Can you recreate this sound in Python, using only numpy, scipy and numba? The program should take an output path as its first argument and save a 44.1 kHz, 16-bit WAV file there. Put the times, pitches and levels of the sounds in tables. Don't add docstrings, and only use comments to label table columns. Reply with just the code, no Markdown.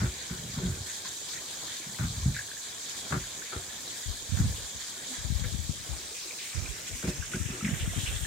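import sys
import numpy as np
from scipy import signal
from scipy.fft import rfft, irfft
from scipy.io import wavfile
from scipy.ndimage import uniform_filter1d
from numba import njit

SR = 44100
rng = np.random.default_rng(int(sys.argv[2]) if len(sys.argv) > 2 else 0)


def store_wav(level_fs):
    pcm = np.round(np.clip(np.atleast_2d(level_fs), -1, 1) * 32767)
    wavfile.write(sys.argv[1], SR, pcm.T.astype(np.int16))


N = 364266
TIME = np.arange(N) / SR
FREQ = np.maximum(np.fft.rfftfreq(N, 1 / SR), 1)

# f/Hz, relative gain/dB
COLOUR_DOWN = [(30, 2), (100, -4), (380, -6), (650, -7.5), (1020, -7), (1330, -10), (1680, -4.5),
               (2050, -9.5), (2300, -6.5), (2780, -15), (3170, -8.5), (3600, -7.5), (4600, -9), (5350, -11),
               (6300, -5.5), (7100, -3), (8000, -6), (8900, -13), (9600, -10), (11000, -19.5), (14000, -17),
               (15700, -21.5)]
COLOUR_TILTING = [(40, 7), (100, -5.5), (400, -2), (1000, -8), (1700, -6), (2350, -5.5), (3000, -7.5),
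                  (4000, -3), (5200, -3.5), (7200, 0.5), (8800, -2.5), (11000, -14), (14000, -12.5),
                  (15700, -12)]
COLOUR_LEVEL = [(40, -12), (100, 11), (400, -4), (1000, -6), (1600, -2), (2400, 0), (3500, -2.5),
                (4400, -6.5), (5500, 3.5), (7100, 6.5), (8700, 1.5), (11000, -8), (14000, -7.5),
                (15700, -13)]
COLOUR_STREAM = [(40, -20), (100, 12), (400, 2), (1000, -1.5), (1800, 6), (2800, 0), (3500, -1),
                 (4700, -10), (6800, 1), (8800, 0.5), (10500, -12.5), (14000, -9), (15700, -18)]
VIEW_TIMES_S = [5.5, 6.3, 7.25, 7.95]
# f/Hz, left minus right/dB
BALANCE_WHEEL = [(400, -1.2), (950, 0), (1250, -1), (1900, 2.5), (2400, -0.5), (3200, 1.3), (4200, 0.5),
                 (5000, 6.5), (5800, -2.5), (6800, -3), (8500, .3), (12500, 0.5), (14000, 3), (15500, 3)]
BALANCE_STREAM = [(400, 0.5), (1000, 1), (1400, 1.5), (1900, 1.5), (2400, -0.5), (3500, -4), (5500, -0.5),
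                  (7000, -0.7), (10000, 0), (15000, -4)]
# t/s, spray level/dB, pool level/dB
WATER_FLOW = [(0.0, -42.5, -49.5), (0.85, -42.5, -52.5), (1.66, -40.5, -51), (2.42, -42, -53),
              (3.13, -41.5, -50), (3.47, -43, -51), (4.23, -41.5, -52), (5.89, -42, -52),
              (7.66, -42.5, -47), (8.26, -38.5, -47.5)]


def wheel(pool_db=-2.5, surge_db=-6.0, mist_db=-2.0, mist_follow=0.75, slosh_hz=9):
    ports = at_ports(churn())
    ports = ports / (1 + (62 / FREQ) ** 3)
    pool_band = 1 / (1 + (FREQ / 2900) ** 12)
    below_mist = 1 / (1 + (FREQ / 5600) ** 8)
    slosh = walk(slosh_hz)
    pool_gain = undb(curve(WATER_FLOW, column=2) + pool_db + 0.8 * slosh)
    sheet_gain = undb(curve(WATER_FLOW, column=1) - 0.1 * slosh)
    splatter_gain = np.hypot(sheet_gain, undb(surge_db) * thrown_spray())
    softened_surges = splatter_gain ** mist_follow * splatter_gain.mean() ** (1 - mist_follow)
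    mist_gain = undb(mist_db + 0.3 * walk(16)) * softened_surges
    views = [(COLOUR_DOWN, BALANCE_WHEEL), (COLOUR_TILTING, BALANCE_WHEEL),
             (COLOUR_LEVEL, BALANCE_STREAM), (COLOUR_STREAM, BALANCE_STREAM)]
    out = 0
    for (colour, balance), share in zip(views, np.eye(4)):
        spectrum = ports * undb(along(colour, FREQ)) * pan(along(balance, FREQ))
        deep = spectrum / band_rms(spectrum, 1500, 2700)
        bright = spectrum / band_rms(spectrum, 3000, 10000)
        pool = irfft(deep * pool_band, N) * pool_gain
        splatter = irfft(bright * (1 - pool_band) * below_mist, N) * splatter_gain
        mist = irfft(bright * (1 - below_mist), N) * mist_gain
        crossfade = np.interp(TIME, VIEW_TIMES_S, share)
        out = out + crossfade * (pool + splatter + mist)
    return out


# f/Hz, coherence
PORT_COHERENCE = [(100, 0.91), (420, .8), (750, 0.74), (1000, 0.28), (1450, 0.14), (1700, 0.37),
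                  (2000, 0.18), (2400, 0.48), (2900, 0.24), (3500, 0.37), (5500, 0.078), (8000, .02)]
# f/Hz, left lead/rad
PORT_LEAD = [(200, 0.16), (600, 0.75), (1050, 1.27), (1300, 2), (1700, 0.67), (2500, .02)]


def at_ports(water):
    common, difference = rfft(water)
    coherence = along(PORT_COHERENCE, FREQ)
    mid = common * np.sqrt(1 + coherence)
    side = difference * np.sqrt(1 - coherence)
    return np.array([(mid + side) * np.exp(1j * along(PORT_LEAD, FREQ)), mid - side])


def churn():
    hiss = undb(2.5) * spray()
    crackle = undb(-5) * shower(2950, 13500, cycles=4.4, spread_db=-0.5, rise=0.026, count=22000)
    tinkles = undb(-11) * shower(3000, 8500, cycles=390, spread_db=-1, rise=0.0545, count=1500)
    patter = undb(-11) * shower(2943, 9180, cycles=49, spread_db=-0.5, rise=0.024, count=700)
    spatter = undb(-10) * shower(4400, 14000, cycles=1.7, spread_db=1.5, rise=0.02, count=1500)
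    bubbles = undb(-10) * shower(990.4, 4225, cycles=48, spread_db=3, rise=0.048, count=2600)
    gulps = undb(-19) * shower(245, 700, cycles=13.6, spread_db=4, rise=0.097, count=420)
    return hiss + crackle + tinkles + patter + spatter + bubbles + gulps


def spray(flicker_db=3.0, flicker_hz=26):
    noise = rfft(rng.standard_normal((2, N)))
    centres_hz = [500, 1200, 1800, 2500, 3300, 4200, 5300, 6600, 8200, 13000]
    hiss = 0
    for hz, share in zip(centres_hz, np.eye(len(centres_hz))):
        sheet = irfft(noise * np.interp(FREQ, centres_hz, share), N)
        unrest = np.clip(4800 / hz, 0.55, 1)
        hiss = hiss + sheet * undb(unrest * flicker_db * walk(flicker_hz))
    return hiss


def shower(lo_hz, hi_hz, cycles, spread_db, rise, count):
    when, pitch, size, life, left_turns, right_turns = rng.random((count, 6)).T
    hz = lo_hz + (hi_hz - lo_hz) * pitch
    amplitude = undb(-spread_db * np.log(1 - 0.99 * size)) * np.sqrt(hz)
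    left, right = np.exp(2j * np.pi * left_turns), np.exp(2j * np.pi * right_turns)
    return unit(ring(when * N / SR, hz, cycles * (0.5 + life), amplitude, left, right, rise))


@njit
def ring(start_s, hz, cycles, amplitude, left, right, rise):
    out = np.zeros((2, N))
    for k in range(len(start_s)):
        decay_samples = cycles[k] * SR / hz[k] / 3
        omega = 2 * np.pi * hz[k] / SR
        phasor = amplitude[k] + 0j
        step = np.exp(1j * omega - 1 / decay_samples)
        glide = np.exp(1j * omega * rise / (5 * decay_samples))
        for i in range(int(start_s[k] * SR), min(N, int(start_s[k] * SR + 5 * decay_samples))):
            out[0, i] += (phasor * left[k]).imag
            out[1, i] += (phasor * right[k]).imag
            phasor *= step
            step *= glide
    return out


# t/s, length/s, gush level/dB, gush f/Hz, spray level/dB
PADDLE_SPLASHES = [(0.625, 0.025, -59, 2000, -53), (0.861, 0.13, -51.5, 1880, -36),
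                   (1.046, 0.047, -49, 1710, -35.5), (1.111, 0.073, -58, 3530, -40),
                   (1.287, 0.058, -67, 1900, -35.5), (1.332, 0.06, -48.5, 1870, -49),
                   (1.479, 0.06, -49, 3380, -44), (1.675, 0.14, -51.5, 1760, -40),
                   (2.344, 0.082, -47.5, 2020, -40), (2.817, 0.063, -58, 1810, -43),
                   (2.888, 0.035, -56, 3500, -34.5), (2.964, 0.051, -53, 3500, -37.5),
                   (3.198, 0.037, -50, 2100, -44), (3.25, 0.15, -54, 3450, -42),
                   (3.417, 0.015, -45, 1680, -50), (3.455, 0.026, -49, 2000, -56),
                   (3.866, 0.28, -57, 1740, -39.5), (4.36, 0.048, -67, 1800, -35.5),
                   (4.558, 0.057, -48, 3300, -41), (4.798, 0.053, -51, 1800, -37),
                   (4.875, 0.027, -55, 1800, -37.5), (5.066, 0.08, -55, 3530, -38),
                   (5.129, 0.066, -52, 1850, -42), (5.359, 0.047, -67, 1800, -37),
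                   (5.438, 0.02, -44, 1630, -46), (6.145, 0.07, -50.5, 2400, -43),
                   (6.384, 0.14, -49.5, 2300, -41.5), (6.869, 0.026, -53, 2200, -34),
                   (7.075, 0.028, -67, 2100, -32.5), (7.317, 0.042, -45.5, 2200, -38),
                   (7.645, 0.012, -34, 2100, -51), (7.67, 0.024, -41, 1900, -55),
                   (7.737, 0.016, -46, 1900, -55), (7.796, 0.035, -42.5, 2850, -47),
                   (7.989, 0.06, -45, 3140, -37.5), (8.058, 0.04, -38, 2670, -42)]


def splashes(q=2.26, width=0.6):
    out = np.zeros((2, N))
    for start_s, length_s, db, hz, _ in PADDLE_SPLASHES:
        gush = lambda f: resonance(f, hz, q) ** 2
        mid, side = (burst(length_s, gush, attack_s=0.002, decay_s=0.01, tail_db=-27, tail_s=0.056)
                     for _ in range(2))
        add(out, undb(db) * stereo(mid, side, width), start_s)
    return out


def thrown_spray(rise_s=0.0077, fall_s=0.0075):
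    power = 0
    for start_s, length_s, _, _, db in PADDLE_SPLASHES:
        rise = np.clip((TIME - start_s) / rise_s + 0.5, 0, 1)
        fall = np.exp(-np.maximum(TIME - start_s - length_s, 0) / fall_s)
        power = power + (undb(db) * rise * fall) ** 2
    return np.sqrt(power)


# t/s, level/dB, f/Hz
LARGE_BUBBLES = [(0.385, -40, 1770), (0.879, -38, 1720), (1.052, -35.5, 1030), (1.373, -33.5, 1860),
                 (1.945, -36, 1950), (2.3644, -25, 1610), (2.389, -23.5, 1680), (2.485, -40, 1640),
                 (2.514, -31.5, 1630), (2.568, -36, 1720), (3.238, -36, 1660), (4.965, -46, 380),
                 (5.095, -42, 245), (5.165, -36, 1700), (5.435, -41, 496), (5.99, -45, 368),
                 (6.11, -42, 440), (6.25, -45.5, 365), (6.3, -47, 483), (6.308, -28.5, 2360),
                 (6.53, -34, 2350), (6.66, -29, 2420), (7.224, -29, 1560), (7.335, -25, 1460),
                 (7.609, -33, 1280), (7.681, -39, 1920), (8.25, -28, 1760)]


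def plops(gain_db=3.0, lead_rad=0.59, scatter_rad=1.2, shed_s=0.028, shed_db=-12, shed_octaves=0.18):
    out = np.zeros((2, N))
    for start_s, db, hz in LARGE_BUBBLES:
        gain = undb(db + gain_db)
        add(out, gain * bubble(hz, lead_rad), start_s)
        for late, detune, place in rng.uniform(-1, 1, (5, 3)):
            shed = bubble(hz * 2 ** (shed_octaves * detune), lead_rad + scatter_rad * place)
            add(out, gain * undb(shed_db) * shed, start_s + shed_s * (1 + late) / 2)
    return out


def bubble(hz, lead_rad, rise=0.019, q=19.2, swell_cycles=4.6, size=4096):
    cycles = hz * np.arange(size) / SR
    envelope = swell(cycles / swell_cycles) * np.exp(-np.pi * cycles / q)
    phase = 2 * np.pi * cycles * (1 + rise * cycles / (2 * q))
    return envelope * np.sin(phase + np.array([[lead_rad], [0]]))


# t/s, length/s, level/dB, nominal f/Hz
CASE_THUMPS = [(0, 0.071, -30.5, 74.5), (0.018, 0.048, -28.5, 147), (0.307, 0.038, -35, 140),
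               (0.384, 0.34, -44, 132), (0.572, 0.045, -34.5, 149), (0.632, 0.06, -30.5, 157),
               (0.65, 0.063, -32, 75), (0.695, 0.045, -35, 122), (0.75, 0.074, -41, 90.5),
               (1.865, 0.083, -47.5, 180), (1.994, 0.062, -28.5, 117), (2.041, 0.039, -29.5, 129),
               (2.099, 0.08, -41, 122), (2.165, 0.077, -32.5, 89), (2.257, 0.032, -21.5, 130),
               (2.297, 0.0307, -34.5, 152), (3.106, 0.017, -38, 150), (3.125, 0.03, -30, 133),
               (3.163, 0.013, -27, 133), (3.2, 0.013, -37, 99), (3.56, 0.0188, -34, 104),
               (4.386, 0.012, -27, 149), (4.398, 0.022, -19, 122), (4.435, 0.026, -24, 110),
               (4.483, 0.041, -30.5, 79.6), (7.04, 0.036, -32.5, 153), (7.073, 0.029, -28, 149),
               (7.344, 0.029, -31.5, 155), (7.5, 0.02, -35, 138), (7.625, 0.0094, -31.5, 180),
               (7.642, 0.061, -29.5, 194)]


def thumps(width=0.13, settle_s=0.24, settle_db=-23, settle_ratio=0.85):
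    def boom(hz):
        return lambda f: (low_pass(f, 1.07 * hz, q=3.1) * low_pass(f, 235, q=1.86)
                          * high_pass(f, 52, q=1.78))

    out = np.zeros((2, N))
    for start_s, length_s, db, hz in CASE_THUMPS:
        mid, side = (knocks(length_s, boom(hz), gap_s=0.008, fade_db=1.5) for _ in range(2))
        add(out, undb(db) * stereo(mid, side, width), start_s)
        settle = knocks(settle_s, boom(settle_ratio * hz), gap_s=0.0054, fade_db=35, first_db=-2)
        add(out, undb(db + settle_db) * np.array([settle, settle]), start_s + length_s)
    return out


# f/Hz, Q, gain/dB
CAVITY_MODES = [(287, 10.5, -1.5), (368, 18.5, 6.5), (459, 17, -4.5), (596, 58, -8), (775, 19, -31)]
# t/s, length/s, shell level/dB, shell f/Hz, cavity level/dB
FINGER_SCRAPES = [(0.005, 0.077, -43.5, 1460, -43), (0.298, 0.087, -50.5, 1500, -53.5),
                  (0.579, 0.2, -53.5, 1540, -45.5), (1.988, 0.082, -45, 1480, -55),
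                  (3.104, 0.023, -48, 1350, -45), (3.124, 0.009, -31, 1300, -39),
                  (3.135, 0.048, -39, 1330, -42.5), (3.524, 0.059, -46, 1360, -46),
                  (3.53, 0.0065, -39, 1340, -52), (4.373, 0.068, -47.5, 1470, -56),
                  (7.027, 0.04, -47.5, 1500, -38.5), (7.071, 0.043, -49, 1590, -38),
                  (7.333, 0.047, -61, 1500, -42), (7.473, 0.2, -76, 1500, -48.5)]


def scrapes(shell_q=8, upper_ratio=1.25, upper_db=-9, rasp_db=-14, pan_db=3.0, width=0.87):
    def cavity(f):
        modes = sum(undb(db) * resonance(f, hz, q) for hz, q, db in CAVITY_MODES)
        return modes * low_pass(f, 620, q=0.74)

    out = np.zeros((2, N))
    for start_s, length_s, shell_db, shell_hz, cavity_db in FINGER_SCRAPES:
        def shell(f):
            lower = resonance(f, shell_hz, shell_q)
            upper = undb(upper_db) * resonance(f, upper_ratio * shell_hz, shell_q)
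            rasp = undb(rasp_db) * resonance(f, 1000, q=1.1)
            return (lower + upper + rasp) * low_pass(f, 2170, q=0.38)

        mid, side = (knocks(length_s, shell, gap_s=0.0028, fade_db=4, count=80) for _ in range(2))
        rub = stereo(mid, side, width)
        hollow = burst(length_s, cavity, attack_s=0.012, decay_s=0.0041, tail_db=-35, tail_s=0.069)
        add(out, pan(pan_db) * (undb(shell_db) * rub + undb(cavity_db) * hollow), start_s)
    return out


# t/s, length/s, level/dB, eddy f/Hz, port (0 left, 1 right)
PORT_GUSTS = [(4.058, 0.046, -27, 68, 0), (4.287, 0.03, -34.5, 75, 1), (4.319, 0.025, -20.5, 87, 1),
              (4.369, 0.04, -28, 95, 1), (4.403, 0.083, -24, 89, 1), (4.538, 0.11, -44, 70, 0),
              (4.746, 0.017, -39.5, 100, 0), (5.176, 0.041, -37, 75, 0), (5.244, 0.037, -27.5, 81.4, 0),
              (5.301, 0.025, -21, 92, 0), (5.345, 0.024, -21, 68.4, 0), (5.395, 0.055, -28, 91, 0),
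              (5.444, 0.06, -28, 89, 0), (5.521, 0.044, -27.5, 96, 0), (5.584, 0.026, -27.5, 81, 0),
              (5.632, 0.042, -36.5, 75, 0), (5.693, 0.0126, -22, 118, 0), (5.888, 0.054, -30, 66, 0),
              (6.547, 0.1, -28.5, 68.6, 1), (6.686, 0.025, -30.5, 70, 1), (6.906, 0.039, -34, 67, 0),
              (7.179, 0.051, -30.5, 62.4, 0), (7.4, 0.019, -24, 102, 0), (7.454, 0.028, -30, 103, 0),
              (7.714, 0.046, -27.5, 91, 1), (7.8, 0.051, -28.5, 55, 0), (7.823, 0.051, -29, 70.6, 1),
              (7.875, 0.011, -23, 119, 0), (7.893, 0.032, -34, 60, 1), (7.962, 0.033, -25.5, 124, 0),
              (8.029, 0.02, -27.5, 59, 0), (8.066, 0.041, -29.5, 60, 1), (8.12, 0.053, -28.5, 64, 0),
              (8.202, 0.052, -29.5, 62, 0)]


def gusts(leak_db=-30, wake_s=0.29, wake_db=-21.5):
    out = np.zeros((2, N))
    for start_s, length_s, db, hz, port in PORT_GUSTS:
        def eddy(f):
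            roll_off = low_pass(f, 2.5 * hz, q=0.25) * low_pass(f, 2.42 * hz, q=1.0)
            return resonance(f, hz, q=1.3) * roll_off

        far_port = np.array([[0], [1]]) != port
        gain = undb(db + leak_db * far_port)
        puff = knocks(length_s, eddy, gap_s=0.009, fade_db=5.5, first_db=-4.5)
        wake = knocks(wake_s, eddy, gap_s=0.011, fade_db=27, first_db=3.5)
        add(out, gain * puff, start_s)
        add(out, gain * undb(wake_db) * wake, start_s + length_s)
    return out


def burst(length_s, response, attack_s, decay_s, tail_db, tail_s, size=16384):
    t = np.arange(size) / SR
    release_s = np.maximum(t - 0.5 * length_s, 0)
    decay = np.exp(-release_s / (decay_s + 0.35 * length_s))
    tail = undb(tail_db) * np.exp(-release_s / tail_s)
    force = rng.standard_normal(size) * swell(t / attack_s) * (decay + tail)
    return excite(response, force, length_s)


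def knocks(length_s, response, gap_s, fade_db, first_db=0, size=16384, count=40):
    spacing, sign, strength = rng.random((count, 3)).T
    gaps_s = gap_s * (0.3 + 2 * spacing ** 2)
    t = np.cumsum(gaps_s) - gaps_s[0]
    pushes = np.sign(sign - 0.5) * np.where(t > 0, 0.4 + strength, undb(first_db))
    fade = undb(-fade_db * t / length_s) / (1 + (t / length_s) ** 8)
    onsets = np.minimum(t * SR, size).astype(int)
    force = np.bincount(onsets, pushes * fade, size + 1)[:size]
    return excite(response, force, length_s)


def excite(response, force, length_s):
    f = np.maximum(np.fft.rfftfreq(len(force), 1 / SR), 1)
    return unit(irfft(rfft(force) * response(f))) * np.sqrt(length_s * SR / len(force))


def resonance(f, hz, q):
    return 1 / (1 + 1j * q * (f / hz - hz / f))


def low_pass(f, hz, q):
    return 1 / (1 - (f / hz) ** 2 + 1j * f / (hz * q))


def high_pass(f, hz, q):
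    return (f / hz) ** 2 * low_pass(f, hz, q)


def walk(rate_hz):
    hold = int(SR / rate_hz)
    steps = rng.standard_normal(1024)[np.arange(N) // hold % 1024]
    return 1.14 * uniform_filter1d(uniform_filter1d(steps, hold), hold)


def swell(progress):
    return np.sin(np.pi / 2 * np.minimum(progress, 1)) ** 2


def along(points, hz):
    f, value = np.transpose(points)
    return np.interp(np.log(hz), np.log(f), value)


def curve(rows, column):
    rows = np.array(rows, float)
    return np.interp(TIME, rows[:, 0], rows[:, column])


def band_rms(spectrum, lo_hz, hi_hz):
    band = spectrum.mean(0)[(FREQ > lo_hz) & (FREQ < hi_hz)]
    return np.sqrt(2 * np.sum(np.abs(band) ** 2)) / N


def undb(db):
    return 10 ** (np.asarray(db) / 20)


def unit(x):
    return x / np.sqrt(np.mean(x ** 2) + 1e-18)


def pan(db):
    return undb(np.array([[0.5], [-0.5]]) * db)


def stereo(mid, side, width):
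    return np.array([mid + width * side, mid - width * side])


def add(out, sound, start_s):
    i = int(np.clip(start_s * SR, 0, N - 1))
    out[:, i:i + sound.shape[1]] += sound[:, :N - i]


def scene():
    return wheel() + splashes() + plops() + thumps() + scrapes() + gusts()


def record(dry, bottom_hz=41, top_hz=15750):
    low_cut = signal.butter(4, bottom_hz, "high", fs=SR, output="sos")
    high_cut = signal.ellip(10, 0.2, 80, top_hz, fs=SR, output="sos")
    return signal.sosfilt(high_cut, signal.sosfilt(low_cut, dry))


dry = scene()
out = record(dry)
store_wav(out)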